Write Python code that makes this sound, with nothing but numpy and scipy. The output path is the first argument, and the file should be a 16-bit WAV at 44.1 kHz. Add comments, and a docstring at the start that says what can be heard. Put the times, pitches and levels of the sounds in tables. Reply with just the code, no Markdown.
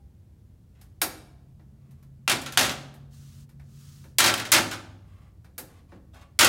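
"""A workshop: glass sliding doors are seated in the metal track of a steel cabinet.
A clip snaps, then the panes drop and rock in clattering knocks that ring the track and the panels.
Between them fingers tap, clips scrape along the rail and clothes slide over the floor.
Behind the walls an engine speeds up and runs down; ventilation rumbles throughout."""
import sys
import numpy as np
from scipy import signal
from scipy.fft import rfft, irfft
from scipy.io import wavfile
from scipy.ndimage import map_coordinates

SR = 44100
rng = np.random.default_rng(int(sys.argv[2]) if len(sys.argv) > 2 else 0)


def put_to_file(sound):
    """Save the sound as 16-bit audio at rate SR, in the file named by the first command-line argument."""
    columns = np.atleast_2d(sound).T  # one column per channel
    safe = np.clip(columns, -1, 1)
    whole_steps = np.round(safe * 32767)
    wavfile.write(sys.argv[1], SR, whole_steps.astype(np.int16))


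N = 285768
TIME_S = np.arange(N) / SR

# pane knocks: (time [s], level [dB], treble [dB], crack [dB], rebounds [count],
# first rebound re blow [dB], settled bass [dB])
KNOCKS = [(2.278, -19.5, -4, 7, 2, 2, 2.5), (2.416, -43.5, 9.5, 4.5, 1, -5, 0),
          (2.461, -30, -7.5, 0.5, 1, -17, 12.5), (2.523, -39.5, 6.5, 2, 1, -8.5, 0),
          (2.574, -13, -2, 6.5, 4, -5, 2.5), (2.642, -26.5, -5.5, 3, 1, -2.5, 12),
          (2.694, -26, -7.5, 4.5, 1, -8.5, 19), (4.185, -19, 16, 4.5, 3, 2.5, 1.5),
          (4.241, -17.5, 3, 1, 3, 1, 2), (4.34, -28, 1, 14, 1, -11, 6), (4.377, -29, 0.5, -2, 1, 0, 0.5),
          (4.452, -32, -3.5, 1.5, 1, -12.5, 0), (4.518, -15.5, 14.5, -5, 1, -0.5, 2),
          (4.528, -18, -11, 1.5, 3, 2, 8), (4.712, -29.5, -1, -16, 1, -6, 14),
          (6.39, -14, 7.5, -4, 2, 2, 2), (6.446, -15.5, 7, 3, 2, -5, -5)]
# blow spectrum at each end of the track: (frequency [Hz], relative level [dB])
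LEFT_COLOUR = [(29, -44), (50, -8.5), (94, 0.5), (155, -4.5), (264, -2.5), (472, -9.5), (545, -6.5),
               (783, -5), (1020, -5.5), (1240, -3), (2810, -1), (12600, -12), (16000, -19)]
RIGHT_COLOUR = [(29, -45), (50, -8.5), (98, 1.5), (189, -6.5), (329, -1.5), (472, -10.5), (601, -2),
                (694, -7), (765, -5.5), (1100, -3), (1620, 0.5), (1910, -1), (3330, -2), (10100, -11.5),
                (16000, -18.5)]
# modes of cabinet, glass and track: (frequency [Hz], relative level [dB], t60 [s])
DOOR_MODES = [(113, 5, .45), (266, 2, .5), (348, 5, .35), (624, 1, .35), (762, 1, .3), (932, 0, .35),
              (1357, 3, .3), (1449, 3, .25), (1571, 5, .28), (1733, 3, .25), (2198, 3, .2), (2376, 3, .25),
              (3210, 4, .18), (3320, 5, .18), (3685, 6, .16), (4010, 3, .16), (5343, 6, .2), (5790, 3, .18),
              (6590, 4, .16), (10100, 6, .14)]


def panes(move_right_s=3.5):
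    """Panes strike the track and rock on it, first at the left end, then at the right."""
    mix = np.zeros(N)
    for knock in KNOCKS:
        colour = LEFT_COLOUR if knock[0] < move_right_s else RIGHT_COLOUR
        for time_s, *contact in rocking(*knock):
            sound = blow(*contact, colour, DOOR_MODES, damping=1.112, modes_db=-31,
                         crack_s=0.0021, chatter_db=7.5, ripple_db=1.7)
            add(mix, time_s, sound)
    return mix


# pane lying on the track: (treble [dB], crack [dB])
SETTLED_TONE = (0.5, 1.8)
# first-contact tone kept per rebound: (bass [share], treble [share], crack [share])
TONE_KEPT = (0.72, 0.18, 0.5)


def rocking(time_s, level_db, treble_db, crack_db, rebounds, rebound_db, bass_db,
            gap_s=0.0185, loss_db=3.5):
    """An edge lands, then rebounds follow: the first may be louder or softer than the landing, each later one
    weaker than the one before, and all nearer the settled tone."""
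    first_db = np.array([-2.5, treble_db, crack_db])  # little bass: the edge hardly moves the cabinet
    settled_db = np.array([bass_db, *SETTLED_TONE])
    contacts = [(time_s, level_db, *first_db)]
    for k in range(rebounds):
        time_s += gap_s * (1 + 0.04 * rng.standard_normal())
        tone_db = settled_db + (first_db - settled_db) * np.power(TONE_KEPT, k + 1)
        contacts.append((time_s, level_db + rebound_db - loss_db * k, *tone_db))
    return contacts


# dense panel modes: (frequency [Hz], t60 before extra damping [s])
PANEL_DECAY = [(80, 0.21), (300, 0.57), (1000, 0.28), (3000, .19), (8000, .17), (15000, 0.082)]
# broad cabinet resonances and gaps: (frequency [Hz], width [Hz], gain [dB])
CABINET_PEAKS = [(325, 17, 2), (456, 54, -0.5), (537, 53, 2), (815, 140, 4), (1110, 30, 1), (1365, 19, 1.5),
                 (1450, 28, 1.5), (1620, 16, 2.5), (2130, 34, 2), (2970, 40, -4.5), (3300, 15, -2.5),
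                 (4000, 50, 0), (4750, 140, 1.5), (6550, 61, 4)]


def blow(level_db, bass_db, treble_db, crack_db, colour, modes, damping, modes_db, crack_s,
         chatter_db, ripple_db, chatter_per_s=170, chatter_s=0.055):
    """One contact: a crack and a chatter of tiny rebounds, then panels and track ring."""
    t = np.arange(SR // 2) / SR
    signs = rng.choice([-1., 1.], len(t))
    crack = amp(crack_db) * np.exp(-t / crack_s) * signs
    hits = rng.random(len(t)) < chatter_per_s / SR
    chatter = amp(chatter_db) * np.exp(-t / chatter_s) * signs * hits
    highpass = signal.butter(2, 700, "highpass", fs=SR, output="sos")
    contact = signal.sosfilt(highpass, crack + chatter)  # a small contact radiates little bass
    panels = dense_ring(t * damping, PANEL_DECAY, build_cycles=4.6)
    mode_hz, mode_db, t60_s = np.transpose(modes)[:, :, None]
    turns = mode_hz * t + rng.random(mode_hz.shape)
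    tones = (amp(modes_db + mode_db - 60 * t / t60_s) * np.sin(2 * np.pi * turns)).sum(0)
    hz = np.fft.rfftfreq(4096, 1 / SR)
    # a heavy blow moves the cabinet; a hard edge adds treble
    tilt_db = bass_db / (1 + (hz / 380) ** 2) + treble_db * hz ** 2 / (hz ** 2 + 6000 ** 2)
    cabinet_db = sum(db / (1 + (2 * (hz - f) / width) ** 2) for f, width, db in CABINET_PEAKS)
    body_db = read(colour, hz) + cabinet_db + ripple_db * contact_ripple(hz)
    body = minimum_phase(unit(amp(body_db)) * amp(tilt_db))
    return amp(level_db) * signal.fftconvolve(contact + panels + tones, body)


def contact_ripple(hz, spacing_hz=110.3):
    """Random spectral hills and dips, rms 1: each contact point favours other modes."""
    knots = rng.standard_normal(400)
    return unit(map_coordinates(knots, [hz / spacing_hz], order=3, mode="mirror"))


# clip snaps and finger taps: (time [s], level [dB], bass [dB], treble [dB])
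SNAPS = [(0.813, -55, -19.5, -4), (1.016, -19.5, -3, -4), (1.595, -59, 17.5, -34.5),
         (1.909, -64.5, -5.5, -5), (2.027, -63.5, 4, -6.5), (2.94, -54, 0, -9), (3.492, -59, -13, -9.5),
         (3.597, -54.5, -2.5, -21), (4.041, -53, 14, -14.5), (5.445, -52.5, 1.5, -20.5),
         (5.580, -39.5, 14, 5), (5.92, -49, 30.5, -38.5), (6.145, -51, 4.5, -22)]
# clip spectrum: (frequency [Hz], relative level [dB])
SNAP_COLOUR = [(88, -39.5), (150, -4), (217, -5.5), (309, -1.5), (406, -5), (649, -4.5), (960, -6),
               (1720, -5.5), (3350, -12), (3770, -8), (6910, -9.5), (13200, -3.5), (16000, -13)]
# modes of sprung clips and rail: (frequency [Hz], relative level [dB], t60 [s])
CLIP_MODES = [(269, -2, .54), (508, 2, .35), (1676, 2, .33), (1787, 4, .35), (2304, 14, .12), (4011, 0, .3),
              (5600, 0, .36), (6115, 7, .15), (9394, 5, .22), (11680, 8, .16), (12850, 6, .16)]


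def snaps(crack_db=2):
    """Clips snap and fingers tap on the track, damped by the hand."""
    mix = np.zeros(N)
    for time_s, *contact in SNAPS:
        sound = blow(*contact, crack_db, SNAP_COLOUR, CLIP_MODES, damping=1.2, modes_db=-26,
                     crack_s=0.024, chatter_db=4.5, ripple_db=-0.8)
        add(mix, time_s, sound)
    return mix


# clip pushes: (time [s], length [s], level [dB])
SCRAPES = [(0.732, 0.14, -72), (1.761, 0.32, -79.5), (5.018, 0.3, -70.5), (5.661, 0.15, -66),
           (5.877, 0.093, -67.5), (6.125, 0.12, -57.5)]
# rubbed rail spectrum: (frequency [Hz], relative level [dB])
SCRAPE_COLOUR = [(290, -39.5), (500, -8), (831, -4.5), (893, -11), (1140, -1.5), (1380, -10), (2690, -10.5),
                 (5310, -20), (13300, -25), (16000, -30.5)]


def scrapes(slips_per_s=900, damping=1.4):
    """A pushed clip rings the rail with a dense, uneven run of tiny slips."""
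    mix = np.zeros(N)
    hz = np.fft.rfftfreq(4096, 1 / SR)
    rail = minimum_phase(unit(amp(read(SCRAPE_COLOUR, hz))))
    for time_s, length_s, level_db in SCRAPES:
        count = round(length_s * SR)
        slips = (rng.random(count) < slips_per_s / SR) * rng.standard_normal(count)
        push = unit(slips) * signal.windows.tukey(count, 0.3)
        ring = dense_ring(np.arange(SR // 4) / SR * damping, PANEL_DECAY, build_cycles=0.9)
        rub = signal.fftconvolve(push, ring / np.linalg.norm(ring))
        add(mix, time_s, amp(level_db) * signal.fftconvolve(rub, rail))
    return mix


def pane_ring(hz=802, level_db=-65, t60_s=0.41):
    """One pane mode, still ringing from an earlier touch, dies away at the start."""
    return amp(level_db - 60 * TIME_S / t60_s) * np.sin(2 * np.pi * hz * TIME_S)


# room decay: (frequency [Hz], t60 [s])
ROOM_DECAY = [(100, 1), (400, 1), (1500, 0.58), (4000, 0.57), (8000, .48), (15000, 0.24)]


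def room_echo(x, wet_db=-13, build_s=0.0019):
    """Diffuse reflections swell briefly and fade."""
    t = np.arange(SR) / SR
    tail = dense_ring(t, ROOM_DECAY, build_cycles=0.87) * (1 - np.exp(-t / build_s))
    return amp(wet_db) * signal.fftconvolve(x, tail / np.linalg.norm(tail))[:N]


# body shifts: (time [s], length [s], level [dB], swell plus fade [share])
CLOTH_MOVES = [(3.091, 0.379, -60.5, 0.3), (3.57, 0.65, -58.5, 0.97)]
# cloth hiss spectrum: (frequency [Hz], relative level [dB])
CLOTH_COLOUR = [(710, -22), (1200, -5), (1380, -5.5), (2300, -11), (2620, -7), (6100, -3), (14800, -13),
                (16000, -8)]


def cloth(catch_db=0.55):
    """Fibres catch and slip in a soft hiss that swells and fades with each move."""
    motion = np.zeros(N)
    for time_s, length_s, level_db, fade_share in CLOTH_MOVES:
        add(motion, time_s, amp(level_db) * signal.windows.tukey(round(length_s * SR), fade_share))
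    return motion * amp(catch_db * drift(60)) * noise(CLOTH_COLOUR)


# engine orders: (frequency re firing rate [ratio], relative level [dB])
ENGINE_ORDERS = [(1, 4.5), (1.23, -12.5), (1.615, -9)]
# engine level through the walls: (time [s], level [dB])
ENGINE_LEVEL = [(0.4, -80), (1.2, -57.5), (2.7, -47.5), (4.0, -50), (4.75, -45), (5.6, -62.5), (6.48, -64)]


def engine(start_hz=122, top_hz=142.5, idle_hz=88.6, rev_up_s=1.7, throttle_off_s=4.0,
           run_down_s=0.6, flutter_db=2.04):
    """A distant engine speeds up, is throttled back and runs down; only low orders pass the walls."""
    driven_hz = top_hz + (start_hz - top_hz) * np.exp(-TIME_S / rev_up_s)
    coasting_s = np.maximum(TIME_S - throttle_off_s, 0)
    firing_hz = idle_hz + (driven_hz - idle_hz) * np.exp(-coasting_s / run_down_s)
    phase = 2 * np.pi * np.cumsum(firing_hz * (1 + 0.003 * drift(5))) / SR
    orders = sum(amp(db + flutter_db * drift(11)) * np.sin(k * phase) for k, db in ENGINE_ORDERS)
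    return amp(np.interp(TIME_S, *np.transpose(ENGINE_LEVEL))) * unit(orders)


# ventilation spectrum: (frequency [Hz], relative level [dB])
AIR_COLOUR = [(20, -30), (40, -15), (60, -4), (85, -3), (125, -9), (190, -15), (290, -24), (480, -33),
              (1150, -45), (2500, -50), (5000, -52), (16000, -55)]


def ventilation(level_db=-52):
    """Steady low rumble of moving air."""
    return amp(level_db) * noise(AIR_COLOUR)


def dense_ring(t, decay, build_cycles):
    """Overlapping modes as octave bands of noise: low ones build slowly, each dies at its own rate."""
    bands_hz = np.geomspace(60, 15360, 9)
    log_hz = np.log(np.fft.rfftfreq(len(t), 1 / SR) + 1)
    weights = [np.interp(log_hz, np.log(bands_hz), row) for row in np.eye(len(bands_hz))]
    octaves = irfft(rfft(rng.choice([-1., 1.], len(t))) * weights, len(t))
    build = 1 - np.exp(-t * bands_hz[:, None] / build_cycles)
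    fade = amp(-60 * t / read(decay, bands_hz[:, None]))
    return (octaves * build * fade).sum(0)


def minimum_phase(gain):
    """Causal impulse response with the given gain per frequency."""
    log_gain = np.log(np.maximum(np.r_[gain, gain[-2:0:-1]], 1e-5))
    spectrum = np.exp(np.conj(signal.hilbert(log_gain)))
    return np.fft.ifft(spectrum).real[:len(spectrum) // 2]


def noise(colour):
    """Steady noise of a given spectrum, rms 1."""
    gain = amp(read(colour, np.fft.rfftfreq(N, 1 / SR)))
    return unit(irfft(rfft(rng.standard_normal(N)) * gain, N))


def drift(rate_hz):
    """Random wander below rate_hz, rms 1."""
    passband = np.fft.rfftfreq(N, 1 / SR) < rate_hz
    return unit(irfft(rfft(rng.standard_normal(N)) * passband, N))


def read(points, hz):
    """Table lookup on a log-frequency axis."""
    points_hz, values = np.transpose(points)
    return np.interp(np.log(hz + 1), np.log(points_hz + 1), values)


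def add(mix, time_s, sound):
    """Mixes a sound in at time_s."""
    part = mix[round(time_s * SR):][:len(sound)]
    part += sound[:len(part)]


def amp(db):
    """Decibels to gain."""
    return 10 ** (np.asarray(db) / 20)


def unit(x):
    """Scales to rms 1."""
    return x / np.sqrt(np.mean(x ** 2) + 1e-20)


def scene():
    """Door handling and its echo over the quiet background, mono."""
    handling = panes() + snaps() + scrapes() + pane_ring()
    return (handling + room_echo(handling) + cloth() + engine() + ventilation())[None]


def record(dry, edge_hz=15950):
    """Peaks rounded by a firm knee at full scale, then a low-pass."""
    rounded = dry / (1 + dry ** 4) ** (1 / 4)
    lowpass = signal.firwin(511, edge_hz, window=("kaiser", 9), fs=SR)
    return signal.oaconvolve(rounded, lowpass[None], "same")


dry = scene()
out = record(dry)
put_to_file(out)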